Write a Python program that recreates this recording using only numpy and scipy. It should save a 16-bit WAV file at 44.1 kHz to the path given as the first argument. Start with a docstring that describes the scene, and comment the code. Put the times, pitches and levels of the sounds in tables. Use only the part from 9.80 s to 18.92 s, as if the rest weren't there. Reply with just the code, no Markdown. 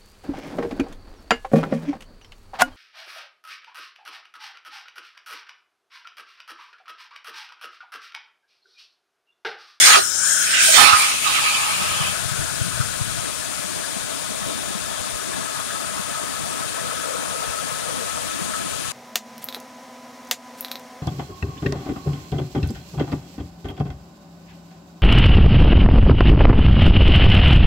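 """Inside a boarded shaft, close to a worker spraying mortar with a compressed-air gun.
The nozzle blasts twice, with a hollow rush between, then settles to a steady hiss and patter on the wall.
Wet clots spit, slugs thump in the hose, and a compressor drones behind; the boards add quick reflections.
The microphone's two ports face opposite ways. Pan is the left port's level over the right's."""
import sys
import numpy as np
from scipy import signal
from scipy.fft import rfft, irfft, next_fast_len
from scipy.io import wavfile
from scipy.ndimage import uniform_filter1d

SR = 44100
rng = np.random.default_rng(int(sys.argv[2]) if len(sys.argv) > 2 else 0)


def wav_record(signal):
    """Record a signal, one row per channel, as 16-bit PCM in the file named by sys.argv[1]."""
    frames = np.transpose(np.atleast_2d(signal))
    bounded = np.clip(frames, -1, 1)
    # unit amplitude maps onto the largest positive 16-bit level
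    quanta = np.round(bounded * 32767).astype(np.int16)
    wavfile.write(sys.argv[1], SR, quanta)


N = 402191
HZ = np.fft.rfftfreq(1024, 1 / SR)
FRAME_S = np.arange(N // 256 + 3) * 256 / SR
# the low drone, quiet under the opening blasts, then rising and holding steady: t/s, level/dB
DRONE_LEVEL = [(0, -41.5), (1.2, -40.5), (2.5, -36.5), (5, -34), (7.5, -35.5), (9.12, -35)]


def roar(trim_db=4.5):
    """The turbulent plume: bright when aimed at the microphone, hollow once mortar loads the nozzle."""
    blasts = [(0, -19.5, -10, -7), (.07, -14, -4, 3), (.15, -14.5, -2.5, -4), (.3, -50.5, 2, 1),
              (.53, -41, 0, 0), (.62, -30.5, 0, -4), (.78, -23.5, -3, -8), (.91, -22, -8, 1),
              (.965, -13, -9, 3), (1.05, -13, -15, -7), (1.11, -20, -2, -3.5), (1.3, -26.5, -5, -8),
              (1.41, -30.5, -8, -20), (1.48, -25, -13, -3), (1.62, -24.5, -2.5, -7),
              (1.85, -29.5, -2.5, -6), (2.3, -33, 1, -9)]  # t/s, level/dB before trim, pan/dB, treble tilt/(dB per octave)
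    colour = [(500, -16), (1200, -15.5), (1700, -3), (2100, -0.5), (2600, -2.5), (3200, -1), (3700, -3),
              (4200, -1.5), (5000, -3.5), (6000, -8), (10000, -23)]  # open plume: f/Hz, level/dB
    loading = [(.7, 0), (1.4, 1)]  # mortar fills the nozzle: t/s, resonance strength/(0-1)
    modes = [(1770, 810, -9), (2500, 580, 9.5)]  # loaded nozzle: f/Hz, width/Hz, lift/dB
    level, pan, tilt = follow(blasts, fade_db_per_s=130)
    loaded = follow(loading, fade_db_per_s=0)[0]
    octaves = np.log2(np.clip(HZ, 3000, 8000) / 3000)
    colour_db = read(colour) + tilt * octaves + loaded * lift_db(modes)
    return plume(level + trim_db, pan, colour_db, patchy_db=3.5)


def jet(trim_db=6.5):
    """Sharp hiss at the mouth, duller or brighter as the nozzle turns."""
    hiss = [(0, -15.5, 5, -4.5), (.11, -18.5, 11, -6), (.2, -26, 4, -3), (.32, -26, 20, -7),
            (.42, -25.5, 17, -7.5), (.475, -20.5, 25, -7.5), (.59, -24, 18, -5), (.68, -26, 4, -2.5),
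            (.78, -25, 2, -6), (.835, -18.5, 5, -3.5), (1.04, -18, -2, -1.5), (1.13, -31.5, -2, -5),
            (1.19, -24, 4, 0), (1.31, -33.5, 2, -6)]  # t/s, level/dB before trim, pan/dB, brightness
    colour = [(2000, -23.5), (4900, -15.5), (5250, -0.5), (5800, -5.5), (6400, -2), (7200, -1), (8000, -3),
              (8900, 0.5), (9450, -2.5), (9900, -9), (12000, -16.5), (15500, -18)]  # f/Hz, level/dB
    level, pan, brightness = follow(hiss)
    top_octave = 1 / (1 + (7900 / (HZ + 1)) ** 20)
    shape = unit(gain_of(read(colour) + 1.9 * (brightness + 4) * top_octave))
    return gain_of(level + trim_db) * panned(pan) * shape * eddies(2.55, size=(14, 12))


def impact(trim_db=4, aim_db=-1, last_pan_db=-4.5):
    """A lower rush lands each time the plume sweeps the near wall, then swings towards the middle."""
    # start/s, end/s, first and last level/dB before trim, first pan/dB before aim, release/(dB per s)
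    passes = [(0.072, 0.158, -20.5, -17.5, -14, 400), (0.983, 1.14, -11.5, -18.5, -23, 75),
              (1.464, 2.273, -28, -34, -13, 110)]
    colour = [(150, -28), (400, -21), (650, -18.5), (790, 0), (1000, -1), (1250, 8), (1450, -4.5),
              (1800, -5), (3000, -45)]  # f/Hz, level/dB
    power = 0
    for start, end, first_db, last_db, pan_db, release in passes:
        level = held(start, end, first_db, last_db, attack_db_per_s=750, release_db_per_s=release)
        pan = np.interp(FRAME_S[:, None], [start, end], [pan_db, last_pan_db])
        power += plume(level + trim_db, pan + aim_db, read(colour), patchy_db=2.0) ** 2
    return np.sqrt(power)


def plume(level, pan, colour_db, patchy_db):
    """Broad turbulence that swings from port to port with the gun."""
    return gain_of(level) * panned(pan) * unit(gain_of(colour_db)) * eddies(patchy_db, size=(9, 7))


def hollow(trim_db=4.5):
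    """Air blows across the nearly empty nozzle's cavity and sounds its broad resonances."""
    airflow = [(0, -32, -12, 1630), (.1, -22, -7, 1700), (.17, -25, 3, 1380), (.32, -38, 1, 1480),
               (.52, -27, -1, 1580), (.66, -29, 0, 1540), (.78, -26, -13, 1510), (.99, -27, -27, 1580),
               (1.05, -20, -27, 1440)]  # t/s, level/dB before trim, pan/dB, resonance f/Hz
    modes = [(.42, 130, -12), (1, 302, 1), (2.07, 380, -13)]  # multiple of the resonance, width/Hz, level/dB
    level, pan, centre = follow(airflow)
    shape = sum(gain_of(db) / (1 + 2 * ((HZ - k * centre) / width) ** 2) ** 1.4 for k, width, db in modes)
    return gain_of(level + trim_db) * panned(pan) * unit(shape)


def fizz(trim_db=10.5, brighten=0.51):
    """Smooth air hiss of the steady spray, hollowed by the nozzle's bore."""
    flow = [(1.1, -30), (1.3, -29.5), (1.37, -30), (1.46, -28), (2.59, -33), (4.7, -35.5), (9.12, -35.5)]  # t/s, level/dB before trim
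    colour = [(1000, -20), (1900, -8.5), (2900, -5), (3600, -4), (4500, -4.5), (5600, -4.5), (7000, -2),
              (7800, -3.5), (8500, -1), (9800, -1.5), (11000, -8.5), (12400, -16), (15500, -19)]  # f/Hz, level/dB
    bore_modes = [(2480, 120, 3), (2970, 170, -2), (3460, 300, 0), (5600, 740, -1)]  # f/Hz, width/Hz, lift/dB
    level = follow(flow)[0]
    # a harder jet gains most in the extreme treble
    force = np.maximum(level - np.median(level), 0) * read([(9500, 0), (12500, 0.55)])
    shape = unit(gain_of(read(colour) + lift_db(bore_modes)))
    return gain_of(level + trim_db + brighten * force) * shape * eddies(0.81, size=(5, 24))


def patter(trim_db=6.5):
    """Mortar lands in lumps and sounds the wall's resonances."""
    landing = [(1.2, -41.5), (2.1, -34.5), (2.9, -38), (4.5, -36), (7.75, -34.5), (9.12, -37)]  # t/s, level/dB before trim
    colour = [(200, -15.5), (400, -9.5), (480, -1), (640, -0.5), (860, -1), (1100, 1.5), (1450, -1.5),
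              (1700, -3.5), (2000, -9), (3500, -26)]  # f/Hz, level/dB
    wall_modes = [(655, 150, 5), (1170, 62, -2.5), (1233, 97, 2.5), (1677, 36, 4.5), (2615, 78, 9),
                  (3590, 200, 0)]  # f/Hz, width/Hz, lift/dB
    shape = unit(gain_of(read(colour) + lift_db(wall_modes)))
    return gain_of(follow(landing)[0] + trim_db) * shape * eddies(1.97, size=(5, 9))


def spray():
    """Hiss and patter together; the right port faces away and loses the treble."""
    shadow = [(200, 12.5), (400, -4.5), (520, -11.5), (640, -15), (880, -2), (1000, -8), (1120, -5),
              (1600, -6), (2000, -5), (3000, -4.5), (4000, -11), (5000, -14), (5700, -25), (7000, -21.5),
              (9000, -29.5), (15000, -20)]  # right port: f/Hz, gain/dB
    ports = gain_of([0 * HZ, read(shadow)])[:, None]
    return ports * np.hypot(fizz(), patter())


def sputters():
    """Three resonances fed unevenly by passing grit, all to the left."""
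    # each: t/s, level/dB, f/Hz, half-width/Hz
    ring = [(2.3, -34, 1480, 170), (3, -37.5, 1450, 165), (4.6, -47, 1310, 130), (5.8, -39.5, 1270, 38),
            (7.2, -37.5, 1302, 34), (8.4, -37, 1294, 36), (9.12, -42, 1305, 50)]  # the nozzle under load
    whistle = [(3.3, -65, 3600, 200), (4.7, -39.5, 3620, 160), (6.3, -51, 3560, 190), (8.2, -46, 3050, 550),
               (9.12, -37.5, 2900, 700)]  # thin whistle of air
    burble = [(6.6, -61, 520, 90), (7.1, -37.5, 520, 48), (8.35, -40, 508, 50), (8.7, -60, 500, 60)]  # mortar entering the wet layer
    layers = []
    for curve, pan_db, flutter_db in (ring, 6.5, 3.5), (whistle, 14, 1), (burble, 11, 3.5):
        level, centre, width = follow(curve, fade_db_per_s=60)
        shape = unit(1 / (1 + ((HZ - centre) / width) ** 2))
        flutter = eddies(flutter_db, size=(5, 60))
        layers.append(gain_of(level) * shape * flutter * panned(pan_db)[:, None, None])
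    return layers


def clots(rise_s=0.011, relative_width=0.089):
    """A wet clot leaves the nozzle or slaps the wall: a splutter of noise through one resonance."""
    slaps = [(.14, -11.5, 1260, -8), (.16, -18, 700, -4), (0.167, -19.5, 407, -3), (0.429, -32.5, 1200, 13),
             (.875, -22, 637, -13), (.93, -26, 650, -14), (1.121, -9, 1240, -10), (2.555, -35, 1200, 7),
             (2.998, -26.5, 1350, 8), (5.791, -28.5, 1200, 11), (5.901, -32, 1700, 4),
             (7.284, -27, 525, 12), (7.335, -29, 510, 12), (7.54, -31, 520, 14), (7.625, -30, 726, 7),
             (8.733, -28, 1290, 14)]  # t/s, level/dB, f/Hz, pan/dB
    t, out = np.arange(SR // 8) / SR, np.zeros((2, N))
    f = np.fft.rfftfreq(len(t), 1 / SR)
    swell = t / rise_s * np.exp(1 - t / rise_s)
    for s, db, hz, pan in slaps + spits():
        noise = rfft(rng.standard_normal(len(t)))
        ring = irfft(noise / (1 + ((f / hz - 1) / relative_width) ** 2), len(t))
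        splutter = gain_of(db) * evened(ring * swell) * np.sqrt(np.mean(swell ** 2))
        for port, gain in zip(out, panned(pan)):
            add(port, s, gain * splutter)
    return out


def spits(start=2.2, end=9.0, per_s=4.5, level_db=-36.5, spread_db=1.5, pan_db=4):
    """Small clots at random in the steady spray, as rows of t/s, level/dB, f/Hz, pan/dB."""
    resonances_hz = np.array([990, 1290, 1680])
    when, softness, which = rng.random((round(per_s * (end - start)), 3)).T
    s = np.interp(when, [0, 1], [start, end])
    db = level_db - spread_db * (2 * softness - 1)
    hz = resonances_hz[(which * len(resonances_hz)).astype(int)]
    return [(*row, pan_db) for row in zip(s, db, hz)]


def thumps(trim_db=9, rise_s=0.0082):
    """Each slug shoves the hose into a few low cycles."""
    slugs = [(1.125, -29, 105), (2.01, -35, 200), (2.203, -27.5, 145), (2.449, -32, 110), (2.511, -28, 125),
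             (2.586, -26, 115), (2.807, -22, 116), (2.861, -40, 165), (2.995, -19.5, 119),
             (3.206, -24, 111), (3.38, -33, 118), (3.84, -35, 192), (4.16, -33, 200), (4.947, -31, 197),
             (5.19, -40, 62), (5.33, -37, 55), (6.191, -32, 195), (8.609, -33.5, 181)]  # t/s, level/dB before trim, f/Hz
    t, out = np.arange(SR // 6) / SR, np.zeros(N)
    swell = (t / rise_s) ** 2 * np.exp(2 * (1 - t / rise_s))
    for s, db, hz in slugs:
        add(out, s, gain_of(db + trim_db) * swell * np.sin(2 * np.pi * hz * t))
    return out


def buffet():
    """The hose shakes while it fills."""
    colour = [(20, -24), (45, -16), (70, -3), (120, 3.5), (190, -5), (260, -12), (400, -23), (1000, -50)]  # f/Hz, level/dB
    level = held(start=2.0, end=3.3, first_db=-35, last_db=-32, attack_db_per_s=90, release_db_per_s=100)
    return rumble(level, colour, patchy_db=2.5, pan_db=11)


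def drone():
    """The compressor rumbles behind the gun."""
    colour = [(15, -34), (40, -14), (60, -4), (85, -0.5), (110, -4), (135, 0), (160, -8.5), (190, 11),
              (235, -6.5), (310, 0.5), (380, -8.5), (600, -5), (1500, -49)]  # f/Hz, level/dB
    return rumble(follow(DRONE_LEVEL)[0], colour, patchy_db=3.5, pan_db=2.5)


def hum(waver_hz=2.53):
    """Wavering compressor tones, quieter when the drone is quiet."""
    tones = [(135, -52.5), (268, -53), (297, -50.5)]  # f/Hz, full level/dB
    t, out = np.arange(N) / SR, np.zeros(N)
    for hz, db in tones:
        waver = waver_hz * evened(uniform_filter1d(rng.standard_normal(len(FRAME_S)), size=20))
        phase = 2 * np.pi * np.cumsum(hz + np.interp(t, FRAME_S, waver)) / SR
        out += gain_of(db) * np.sqrt(2) * np.sin(phase)
    level = follow(DRONE_LEVEL)[0][:, 0]
    dip_db = np.minimum(level - np.median(level), 0)
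    return out * gain_of(np.interp(t, FRAME_S, dip_db))


def rumble(level, colour, patchy_db, pan_db):
    """Uneven low noise that fills the shaft."""
    shape = unit(gain_of(read(colour)))
    return gain_of(level) * shape * eddies(patchy_db, size=(8, 5)) * panned(pan_db)[:, None, None]


def shaft(x, echo_trim_db=-10, t60=0.038, echoes_per_s=2000):
    """Quick reflections between the boards ripple the spectrum."""
    t = np.arange(SR // 10) / SR
    taps = rng.standard_normal((2, len(t))) * (rng.random((2, len(t))) < echoes_per_s / SR)
    taps *= (t > .003) * gain_of(-60 * t / t60)
    taps *= gain_of(echo_trim_db) / np.linalg.norm(taps, axis=1, keepdims=True)
    # long waves fill the shaft evenly and the rough boards soak up the treble
    taps = signal.sosfilt(signal.butter(1, [900, 5000], "band", fs=SR, output="sos"), taps)
    return (x + signal.oaconvolve(x, taps, axes=1)[:, :N]) / np.hypot(1, gain_of(echo_trim_db))


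def rush(layers, likeness):
    """Noise at both ports carrying the summed power of the layers' spectra."""
    coherence = [(50, 1), (300, 1), (480, 0.9), (680, 0.97), (1000, 0.74), (1300, 0.46), (1700, 0.41),
                 (2100, 0.081), (4000, 0.21), (9000, 0.12)]  # between the ports: f/Hz, relative likeness
    same = np.clip(likeness * read(coherence), 0, 1)
    a, b, c, d = rng.standard_normal((4, len(FRAME_S), len(HZ)))
    left = a + 1j * b
    right = (same * left + np.sqrt(1 - same ** 2) * (c + 1j * d)) * port_turn(HZ)
    spectra = np.array([left, right]) * np.sqrt(sum(layer ** 2 for layer in layers))
    return signal.istft(spectra.transpose(0, 2, 1), nperseg=1024, noverlap=768)[1][:, :N]


def port_turn(hz, bass_turn_rad=2.83, lead_ms=0.582):
    """Phase of the right port: nearly inverted in the bass, earlier than the left above it."""
    return np.exp(1j * np.maximum(bass_turn_rad, 2 * np.pi * hz * lead_ms / 1000))


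def at_ports(pair):
    """Gives the right port its phase against the left."""
    size = next_fast_len(N)
    right = irfft(rfft(pair[1], size) * port_turn(np.fft.rfftfreq(size, 1 / SR)), size)[:N]
    return np.array([pair[0], right])


def panned(pan_db):
    """Gains of the two ports at constant power."""
    pair = np.array([gain_of(pan_db / 2), gain_of(-pan_db / 2)])
    return pair / np.sqrt(np.mean(pair ** 2, axis=0))


def eddies(depth_db, size):
    """Random gain patches, size = (frames, bins)."""
    field = rng.standard_normal((len(FRAME_S), len(HZ)))
    patches = uniform_filter1d(uniform_filter1d(field, size[0], axis=0), size[1], axis=1)
    return gain_of(depth_db * evened(patches))


def follow(rows, fade_db_per_s=150):
    """The columns of a curve at every frame; the level dies away outside its span."""
    s, *columns = np.transpose(rows)
    level, *rest = (np.interp(FRAME_S, s, c)[:, None] for c in columns)
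    outside = abs(FRAME_S - np.clip(FRAME_S, s[0], s[-1]))[:, None]
    return [level - fade_db_per_s * outside] + rest


def held(start, end, first_db, last_db, attack_db_per_s, release_db_per_s):
    """Level in dB at every frame: attack, a sloping hold, release."""
    t = FRAME_S[:, None]
    hold = np.interp(t, [start, end], [first_db, last_db])
    return hold - attack_db_per_s * np.maximum(start - t, 0) - release_db_per_s * np.maximum(t - end, 0)


def read(points):
    """A spectrum table at every bin, interpolated in log frequency."""
    f, value = np.transpose(points)
    return np.interp(np.log(HZ + 1), np.log(f + 1), value)


def lift_db(modes):
    """Bell-shaped peaks and dips on a spectrum."""
    return sum(db / (1 + (2 * (HZ - hz) / width) ** 2) for hz, width, db in modes)


def unit(shape):
    """Scales each frame of a magnitude spectrum to total power 1."""
    return shape / np.sqrt(np.sum(shape ** 2, axis=-1, keepdims=True))


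def evened(x):
    """Scales to rms 1."""
    return x / np.sqrt(np.mean(x ** 2) + 1e-20)


def gain_of(db):
    """Decibels to amplitude."""
    return 10 ** (np.asarray(db) / 20)


def add(mix, s, sound):
    """Mixes a sound in at time s."""
    part = mix[max(round(s * SR), 0):][:len(sound)]
    part += sound[:len(part)]


def scene():
    """The gun close by, the hose and compressor to the left, the boards all round."""
    blasts = rush([jet(), roar(), impact(), hollow()], likeness=0.83)
    steady = rush([*sputters(), drone(), buffet(), spray()], likeness=0.97)
    machinery = panned(pan_db=6)[:, None] * (hum() + thumps())
    return shaft(blasts + steady + at_ports(machinery + clots()))


def record(dry, bass_cut_hz=42, edge_hz=15750):
    """Bass cut of the microphone, overload at full scale, then the band limit."""
    bass_cut = signal.butter(4, bass_cut_hz, "high", fs=SR, output="sos")
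    wave = np.clip(signal.sosfilt(bass_cut, dry), -1, 1)
    band_limit = signal.firwin(511, edge_hz, window=("kaiser", 9), fs=SR)
    return signal.oaconvolve(wave, band_limit[None], "same")


dry = scene()
out = record(dry)
wav_record(out)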